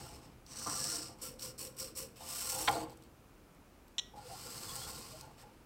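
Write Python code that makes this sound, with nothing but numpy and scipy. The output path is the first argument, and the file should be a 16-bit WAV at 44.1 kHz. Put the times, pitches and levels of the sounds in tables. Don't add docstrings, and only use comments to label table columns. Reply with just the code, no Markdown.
import sys
import numpy as np
from scipy import signal
from scipy.fft import rfft, irfft, next_fast_len
from scipy.io import wavfile
from scipy.ndimage import uniform_filter1d

SR = 44100
rng = np.random.default_rng(int(sys.argv[2]) if len(sys.argv) > 2 else 0)


def to_wav(sig):
    pcm = np.clip(np.atleast_2d(sig), -1, 1) * 32767
    pcm = np.round(pcm).astype(np.int16)
    wavfile.write(sys.argv[1], SR, pcm.T)


def volts(x):
    e = np.asarray(x, float) / 20
    return 10 ** e


N = 249247
STEP = 32
REFERENCE_DB = -50


def rms_one(x):
    return x / np.sqrt(np.mean(x ** 2) + 1e-20)


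def drift(rate):
    r = np.exp(-40 * np.pi * rate / SR)
    noise = rng.standard_normal(N // 20 + 2002)
    slow = signal.lfilter([1], [1, -2 * r, r * r], noise)[2000:]
    return np.interp(np.arange(N) / 20, np.arange(len(slow)), rms_one(slow - slow.mean()))


def resonance(x, hz, width):
    r = np.exp(-np.pi * width / SR)
    return signal.lfilter([(1 - r * r) / 2, 0, (r * r - 1) / 2], [1, -2 * r * np.cos(2 * np.pi * hz / SR), r * r], x)


def body(x, modes):
    return sum((-1) ** k * volts(db) * resonance(x, hz, width) for k, (hz, width, db) in enumerate(modes))


def band(x, low_hz, high_hz):
    return signal.sosfilt(signal.butter(3, [low_hz, high_hz], "band", fs=SR, output="sos"), x)


def grains(per_s, spread_db):
    sizes = volts(spread_db * np.minimum(rng.exponential(1, N), 5)) * rng.choice([-1, 1], N)
    return sizes * (rng.random(N) < per_s / SR)


def evened(x):
    return x / np.sqrt(uniform_filter1d(x * x, size=4410) + 1e-20)


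def hush():
    return 1e-9 * rng.standard_normal(N)


def full(slow):
    return np.interp(np.arange(N) / STEP, np.arange(len(slow)), slow)


BODY_MOVES = { "settle": [(0.0, -57), (0.142, -60.5), (0.206, -67.5), (0.246, -66), (0.378, -83.5),
              (0.46, -99.5)], "lift": [(0.462, -66), (0.518, -54.5), (0.6, -48.5), (0.764, -43),
              (0.946, -42.5), (1.075, -53), (1.09, -55), (1.135, -64), (1.16, -84)],
              "stand": [(2.16, -63.5), (2.192, -62), (2.308, -49.5), (2.516, -45.5), (2.652, -48),
              (2.69, -48)], "brace": [(2.69, -66), (2.719, -48), (2.793, -54.5), (2.84, -59), (2.87, -77),
              (2.93, -63), (2.96, -84.5), (3.06, -75)], "sit": [(4.16, -67), (4.22, -64), (4.304, -57),
              (4.492, -53), (4.78, -51), (4.9, -52), (5.198, -60), (5.3, -72.5), (5.6, -79)], }
LEG_STROKES = { "up": [(1.216, -47.5, 0.0037, 0.08), (1.581, -48, 0.023, 0.094),
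               (1.954, -47.5, 0.028, 0.09)], "down": [(1.392, -45.5, 0.038, .12),
               (1.766, -45.5, .034, 0.13)], "twitch": [(1.19, -66.5, 0.018, .025), (5.2, -62.5, .01, 0.012),
               (5.375, -64, 0.025, 0.053)], }
STROKE_CURVE = {"up": (-7, -8, 261, 5.5), "down": (-14, -10.5, 550, -0.5),
                "twitch": (-3.5, -1, 599.5, -1.5)}


def efforts():
    t, out = np.arange(0, N, STEP) / SR, []
    shapes = [(name, rows, 0) for name, rows in BODY_MOVES.items()]
    for name, rows in LEG_STROKES.items():
        start_db, sag_db, brake, bright_db = STROKE_CURVE[name]
        for s, db, rise, run in rows:
            curve = [(s, db + start_db), (s + rise, db), (s + max(run, rise + .001), db + sag_db),
                     (s + run + 40 / brake, db + sag_db - 40)]
            shapes.append((name, curve, bright_db))
    for name, rows, bright_db in shapes:
        s, db = np.transpose(rows)
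        along = np.clip((t - s[0]) / (s[-1] - s[0]), 0, 1)
        gate = np.interp(t, [s[0] - .004, s[0], s[-1], s[-1] + .02], [0, 1, 1, 0])
        effort_db = np.interp(t, s, db) - REFERENCE_DB
        out.append((name, effort_db, along, bright_db * np.sin(np.pi * along ** 0.45), gate))
    return out


GEAR_COLOUR = {"settle": (1.5, -4.5, -8.5, -2.5), "lift": (-1, -10, -12.5, -7),
               "stand": (3.5, 0.5, -6.5, -2), "brace": (2.5, -2.5, -6.5, -1), "sit": (2, -2, -9, 1.5),
               "up": (3, -4, -20.5, -7.5), "down": (0, -3, -10, -7), "twitch": (1, -2, -5.5, 3)}
LOWER_CASE_HZ = {"settle": (5360, 5100), "lift": (6040, 5220), "stand": (5200, 5620), "brace": (4630, 4300),
                 "sit": (5020, 4980), "up": (5470, 5570), "down": (5560, 5350), "twitch": (5350, 5250)}
GEAR_SWING = (1.11, 1.25, 1.22, 0.74)


def gear_controls():
    power, case_hz, blur_db, weight = 0, 0, 0, 0
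    for name, effort_db, along, bright_db, gate in efforts():
        upper_db, top_db, shell_db, broad_db = GEAR_COLOUR[name]
        zones_db = [0, upper_db, top_db + bright_db, shell_db + 2.4 * bright_db]
        gains = [gate * volts(REFERENCE_DB + z + k * effort_db) for z, k in zip(zones_db, GEAR_SWING)]
        power = power + np.array(gains) ** 2
        share = gate * volts(2 * effort_db) + 1e-12
        first_hz, last_hz = LOWER_CASE_HZ[name]
        case_hz = case_hz + share * (first_hz + (last_hz - first_hz) * along)
        blur_db = blur_db + share * broad_db
        weight = weight + share
    return [full(v) for v in (*np.sqrt(power), case_hz / weight, volts(blur_db / weight))]


def gliding(x, hz, width):
    y, state, r = np.zeros(N), np.zeros(2), np.exp(-np.pi * width / SR)
    for i in range(0, N, 128):
        poles = [1, -2 * r * np.cos(2 * np.pi * hz[i] / SR), r * r]
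        y[i:i + 128], state = signal.lfilter([1, 0, -1], poles, x[i:i + 128], zi=state)
    return y


def streaks(teeth):
    pitches = np.geomspace(2100, 15300, 36) * volts(0.21 * rng.standard_normal(36))
    parts = sum(volts(4.6 * drift(5.2)) * resonance(teeth, hz, 0.012 * hz) for hz in pitches)
    return rms_one(teeth) + volts(-3) * rms_one(parts)


# pitch_hz, width_hz, level_db
UPPER_RING = [(7165, 420, -7.5), (7940, 220, 0.5), (8380, 330, -1), (9030, 570, -9.5)]
# pitch_hz, width_hz, level_db
TOP_HISS = [(10360, 1800, -10.5), (12150, 1250, -8.5), (15840, 1100, -6)]
# pitch_hz, width_hz, level_db
SHELL_MODES = [(2480, 1360, 2), (2954, 280, 9), (3670, 640, -4.5), (4350, 110, 0)]
# pitch_hz, width_hz, share taken out
CASE_NOTCH = (11500, 1000, 0.28)


def gears():
    beat_hz, beat_db, teeth_per_s = 59.3, 1.5, 5000
    quiet_db, lumps_per_db = -64, 0.05
    speed_per_db = -0.34
    lower, upper, top, shell, case_hz, blur = gear_controls()
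    rattle_db = np.maximum(20 * np.log10(lower + 1e-9), quiet_db - 20)
    turn_hz = beat_hz * (1 + 0.048 * drift(4.9) + speed_per_db * (rattle_db - REFERENCE_DB))
    turn = 2 * np.pi * np.cumsum(turn_hz) / SR
    depth = 1 + lumps_per_db * np.maximum(quiet_db - rattle_db, 0)
    swing_db = beat_db * blur ** -0.5
    beat = volts(depth * (swing_db * np.cos(turn) + 1.1 * drift(53) + 0.35 * drift(49)))
    one, other = [beat * grains(teeth_per_s, spread_db=2.5) for k in range(2)]
    other = streaks(other)

    def zone(rings, low_hz, high_hz):
        ringing = rms_one(band(rings, 0.99 * low_hz, 1.094 * high_hz))
        return evened(ringing + blur * rms_one(band(other, low_hz, high_hz)))

    out = lower * zone(gliding(one, case_hz, width=490), 4144, 5430)
    out += upper * zone(body(one, UPPER_RING), 5080, 10360)
    out += top * zone(body(one, TOP_HISS), 9480, 13600)
    out += shell * zone(body(one, SHELL_MODES), 1550, 3480)
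    return out - CASE_NOTCH[2] * resonance(out, *CASE_NOTCH[:2])


# start_s, length_s, pitch_hz, level_db
SINGING_TONES = [(.66, 0.043, 1073, -46), (.72, 0.06, 1370, -50.5), (0.774, 0.095, 1700, -57),
                 (0.873, 0.087, 1390, -54.5), (1.228, 0.075, 1363, -59.5), (1.24, 0.15, 511, -59),
                 (.675, 0.041, 293, -48.5), (.91, 0.04, 291, -55), (4.75, 0.045, 824, -51.5),
                 (2.47, 0.048, 520, -55.5), (1.41, 0.12, 505, -63), (1.628, 0.041, 627, -66.5),
                 (1.66, 0.038, 520, -56), (1.79, 0.091, 520, -60), (1.97, 0.15, 520, -63),
                 (2.03, 0.041, 447, -57.5), (2.587, 0.068, 318.5, -49), (2.686, 0.19, 313, -44),
                 (2.884, 0.22, 326.5, -65.5), (2.737, 0.013, 4080, -47), (4.155, 0.055, 835, -53),
                 (4.24, 0.053, 484, -54.5), (4.288, 0.057, 692, -55.5), (4.3, 0.073, 780, -51.5),
                 (4.455, 0.05, 490, -51.5), (4.66, 0.072, 3410, -58.5), (4.668, 0.14, 1075, -55.5),
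                 (4.798, 0.079, 3400, -60.5), (5.114, 0.069, 627, -57.5), (5.22, 0.037, 842, -55)]


def singing():
    out, waver, flutter = np.zeros(N), drift(25.4), drift(31)
    for s, length, hz, level_db in SINGING_TONES:
        span = slice(round(s * SR), round((s + 1.01 * length) * SR))
        phase = 2 * np.pi * np.cumsum(hz + (2.9 + 0.011 * hz) * waver[span]) / SR
        swell = np.hanning(len(phase)) ** 0.45
        out[span] += volts(level_db + 3.5 + 3.0 * flutter[span]) * swell * np.sin(phase)
    return out


TABLE_COUPLING = {"settle": (-51, -57.5, -52, -56), "lift": (-56, -63.5, -65.5, -60),
                  "stand": (-61.5, -63.5, -63.5, -57), "brace": (-51, -62, -76, -72),
                  "sit": (-55.5, -59.5, -60, -56.5), "up": (-56.5, -55.5, -69, -62),
                  "down": (-57, -57.5, -73, -62), "twitch": (-81, -73, -51, -54)}
TABLE_SWING = (0.45, 0.87, 0.92, 0.86)
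MODE_LAG_S = (0.043, 0.037, 0.017, 0.0067)
FOOT_SLIDES = {"drag": [(0.547, .05, -75, -20, 13), (0.651, 0.026, -46.5, -6, 5),
               (1.08, 0.022, -57.5, -10.5, -17), (2.185, .08, -55.5, -7.5, -17),
               (2.51, 0.12, -48.5, -3, -21), (4.125, 0.076, -56, -7.5, -20),
               (4.29, 0.057, -59, -6.5, -12.5), (4.85, 0.041, -59, -9, 3), (5.22, .06, -58.5, -10, -7.5),
               (5.4, 0.076, -62.5, -6, -10)], "landing": [(2.685, 0.098, -40.5, -4, -9)]}
SLIDE_CURVE = {"drag": (0.018, 170, -6), "landing": (0.008, 156, -10)}


def table_drive():
    t = np.arange(0, N, STEP) / SR
    motors = 0
    for name, effort_db, along, bright_db, gate in efforts():
        gains = [gate * volts(c + k * effort_db) for c, k in zip(TABLE_COUPLING[name], TABLE_SWING)]
        motors = motors + np.array(gains) ** 2
    keep = np.exp(-STEP / SR / np.array(MODE_LAG_S))
    power = np.array([signal.lfilter([1 - r], [1, -r], m, zi=[r * m[0]])[0] for r, m in zip(keep, motors)])
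    for name, (rise, fade, thrum_db) in SLIDE_CURVE.items():
        for s, length, db, low_db, upper_db in FOOT_SLIDES[name]:
            shape = np.clip((t - s) / rise, 0, 1) ** 2 * volts(db - fade * np.maximum(t - s - length, 0))
            power += (shape * volts(np.array([[thrum_db], [low_db], [0], [upper_db]]))) ** 2
    return [full(v) for v in np.sqrt(power)]


# pitch_hz, width_hz, level_db
TABLE_MODES = [
    [(66, 37, 0.5), (120.8, 14.8, 0.5), (214.4, 40, -3.5), (309, 16.5, -5.5)],
    [(466.7, 6.8, 2), (520, 10.3, 6.5)],
    [(691.3, 18, 3.5), (780, 50, 5.5), (835, 45, 7.5), (898, 19.4, -7.5)],
    [(1067, 77, 4), (1179, 11.3, -1.5), (1390, 45, 1.5), (1700, 330, -7)],
]


def table_shake():
    out = np.zeros(N)
    for modes, drive in zip(TABLE_MODES, table_drive()):
        force = grains(900, spread_db=2.5) * volts(2.1 * drift(22))
        rings = 0
        for hz, width, db in modes:
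            ring = resonance(resonance(force, hz, width), hz, 6 * width)
            rings = rings + volts(db + 3.8 * drift(3.66)) * rms_one(ring)
        between = rms_one(band(grains(900, spread_db=4.5), 0.83 * modes[0][0], 1.06 * modes[-1][0]))
        out += drive * evened(rings + between)
    return out


# start_s, peak_db, contact_ms
FOOTFALLS = [(.672, -30.5, 0.92), (2.6759, -20.5, 0.1), (2.679, -12, 0.18), (2.679, -40, 0.12),
             (2.682, -18, 0.1), (2.6839, -20, 0.067), (2.686, -14, 0.13), (2.6924, -20, 0.31),
             (2.6935, -26, 0.25), (2.6994, -35, 0.18), (2.782, -31.5, 0.4)]


def feet():
    push, t_ms = hush(), np.arange(200) / SR * 1000
    for s, peak_db, contact_ms in FOOTFALLS:
        i = round(s * SR) - 4
        force = np.exp(-(t_ms / max(contact_ms, .03) * 1.28 - 1.6) ** 2)
        push[i:i + 200] += volts(peak_db) * force
    clack = band(push, 1120, 5900)
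    clack += volts(6) * body(clack, [(1510, 29, -6), (1970, 440, 1.5), (2300, 170, -1.5),
                                   (3290, 460, 6.0), (4520, 350, 0.5)])
    ring = body(push, [(hz, 0.45 * w, db) for group in TABLE_MODES[1:] for hz, w, db in group])
    return volts(2.0) * clack + volts(11.0) * ring + volts(-1.5) * body(push, TABLE_MODES[0])


# start_s, peak_db, lower_ring_db (relative)
JOINT_TICKS = [(0.465, -46, 3), (1.1862, -48, -12), (1.395, -38.5, 4.5), (1.7674, -41, -2),
               (2.7123, -23.5, -16), (2.728, -29, -18), (2.8968, -45, 3), (2.9727, -43.5, -12),
               (3.024, -47.5, 0), (3.0365, -42, -10), (2.904, -40, -3.5), (3.5483, -51, -2),
               (3.881, -46.5, -2), (5.211, -31, -7), (4.756, -27, -18), (4.763, -27.5, -18),
               (5.398, -49.5, -4.5), (5.4154, -48.5, -11), (5.425, -50, -10.5), (5.433, -46.5, -6)]


def ticks():
    upper, lower, t = hush(), hush(), np.arange(300) / SR
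    rebound = 0.29 * (t > .0028) * np.exp(-(t - .0028) / 0.00051)
    shape = np.exp(-t / 0.00032) + rebound
    for s, peak_db, lower_db in JOINT_TICKS:
        i, crack = round(s * SR), shape * rng.standard_normal(300)
        crack /= np.max(np.abs(crack))
        upper[i:i + 300] += volts(peak_db) * crack
        lower[i:i + 300] += volts(peak_db + lower_db) * crack
    cases = volts(13.5) * body(upper, UPPER_RING) + volts(7) * band(lower, 3900, 6900)
    return volts(0.5) * band(upper, 4200, 15400) + cases


# start_s, peak_db
CREAK_SLIPS = [(3.982, -23), (3.9831, -27), (3.9851, -24.5), (3.9898, -24), (3.9934, -32), (3.9946, -24),
               (3.997, -36.5)]
# pitch_hz, width_hz, level_db
CREAK_SHELL = [(1960, 85, -12), (2800, 180, -24), (3180, 300, 12), (3630, 390, 12.5), (4090, 290, 4.5),
               (5690, 210, 1.5), (7300, 620, -10.5), (8900, 170, -13)]
# pitch_hz, level_db, t60_s
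CREAK_PARTS = [(1927, -18, .4), (3130, -23.5, .36), (3910, -8, 0.26), (5540, -16, 0.33), (6170, -7, 0.15),
               (7000, -6, 0.14)]


def creak():
    slips, at = hush(), [round(s * SR) for s, db in CREAK_SLIPS]
    end = at[-1] + 100
    slips[at[0]:end] = volts(-58) * rng.standard_normal(end - at[0])
    slips[at] = volts(np.array(CREAK_SLIPS)[:, 1])
    shell = body(body(slips, CREAK_SHELL), [(hz, 4 * w, 0) for hz, w, db in CREAK_SHELL])
    parts = [(hz, 1.6 / t60, db - 20 * np.log10(2.0 / t60)) for hz, db, t60 in CREAK_PARTS]
    ring = body(slips, parts)
    return volts(25.0) * shell + volts(49.5) * ring + volts(3) * band(slips, 710, 2800) + volts(-19) * slips


def room(x):
    t60_s, wall_cut_hz = 0.51, 3900
    size = next_fast_len(N + SR)
    w = 2 * np.pi * np.fft.rfftfreq(size)
    dull = 1 / np.sqrt(1 + (w * SR / (2 * np.pi * wall_cut_hz)) ** 2) ** 0.13
    tail = 0
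    for k, lag in enumerate(rng.uniform(.006, .04, 12) * SR):
        loop = volts(-60 * lag / SR / t60_s) * dull * np.exp(-1j * w * lag)
        tail = tail + (-1) ** k * loop / (1 - loop)
    return irfft(rfft(x, size) * tail, size)[:N]


# pitch_hz, level_db (per Hz)
AIR_SPECTRUM = [(15, -25), (35, 3), (130, -5.5), (230, -4.5), (330, -6.5), (630, -13), (1300, -16),
                (1950, -23), (2450, -21.5), (3300, -28), (5500, -29), (9000, -31), (15800, -32.5)]


def air():
    hz, level_db = np.transpose(AIR_SPECTRUM)
    bins = np.maximum(np.fft.rfftfreq(N, 1 / SR), 1)
    colour = volts(np.interp(np.log(bins), np.log(hz), level_db))
    return volts(-60) * rms_one(irfft(rfft(rng.standard_normal(N)) * colour, N))


def scene():
    creaking = creak()
    near = gears() + feet() + ticks() + singing()
    tail = volts(-27) * room(volts(0.5) * near + volts(-3.5) * creaking)
    mono = near + creaking + tail + table_shake() + air()
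    return np.array([mono, mono])


def roll_off(x):
    return signal.sosfilt(signal.butter(12, 16420, fs=SR, output="sos"), x)


def record(dry):
    difference = (volts(-41.5) * dry[0] + volts(-31.5) * np.diff(dry[0], prepend=0)) * drift(140)
    low_pass = signal.ellip(12, .3, 80, 15810, fs=SR, output="sos")
    cut = signal.sosfilt(low_pass, dry + difference * [[1], [-1]])
    return roll_off(cut)


dry = scene()
out = record(dry)
to_wav(out)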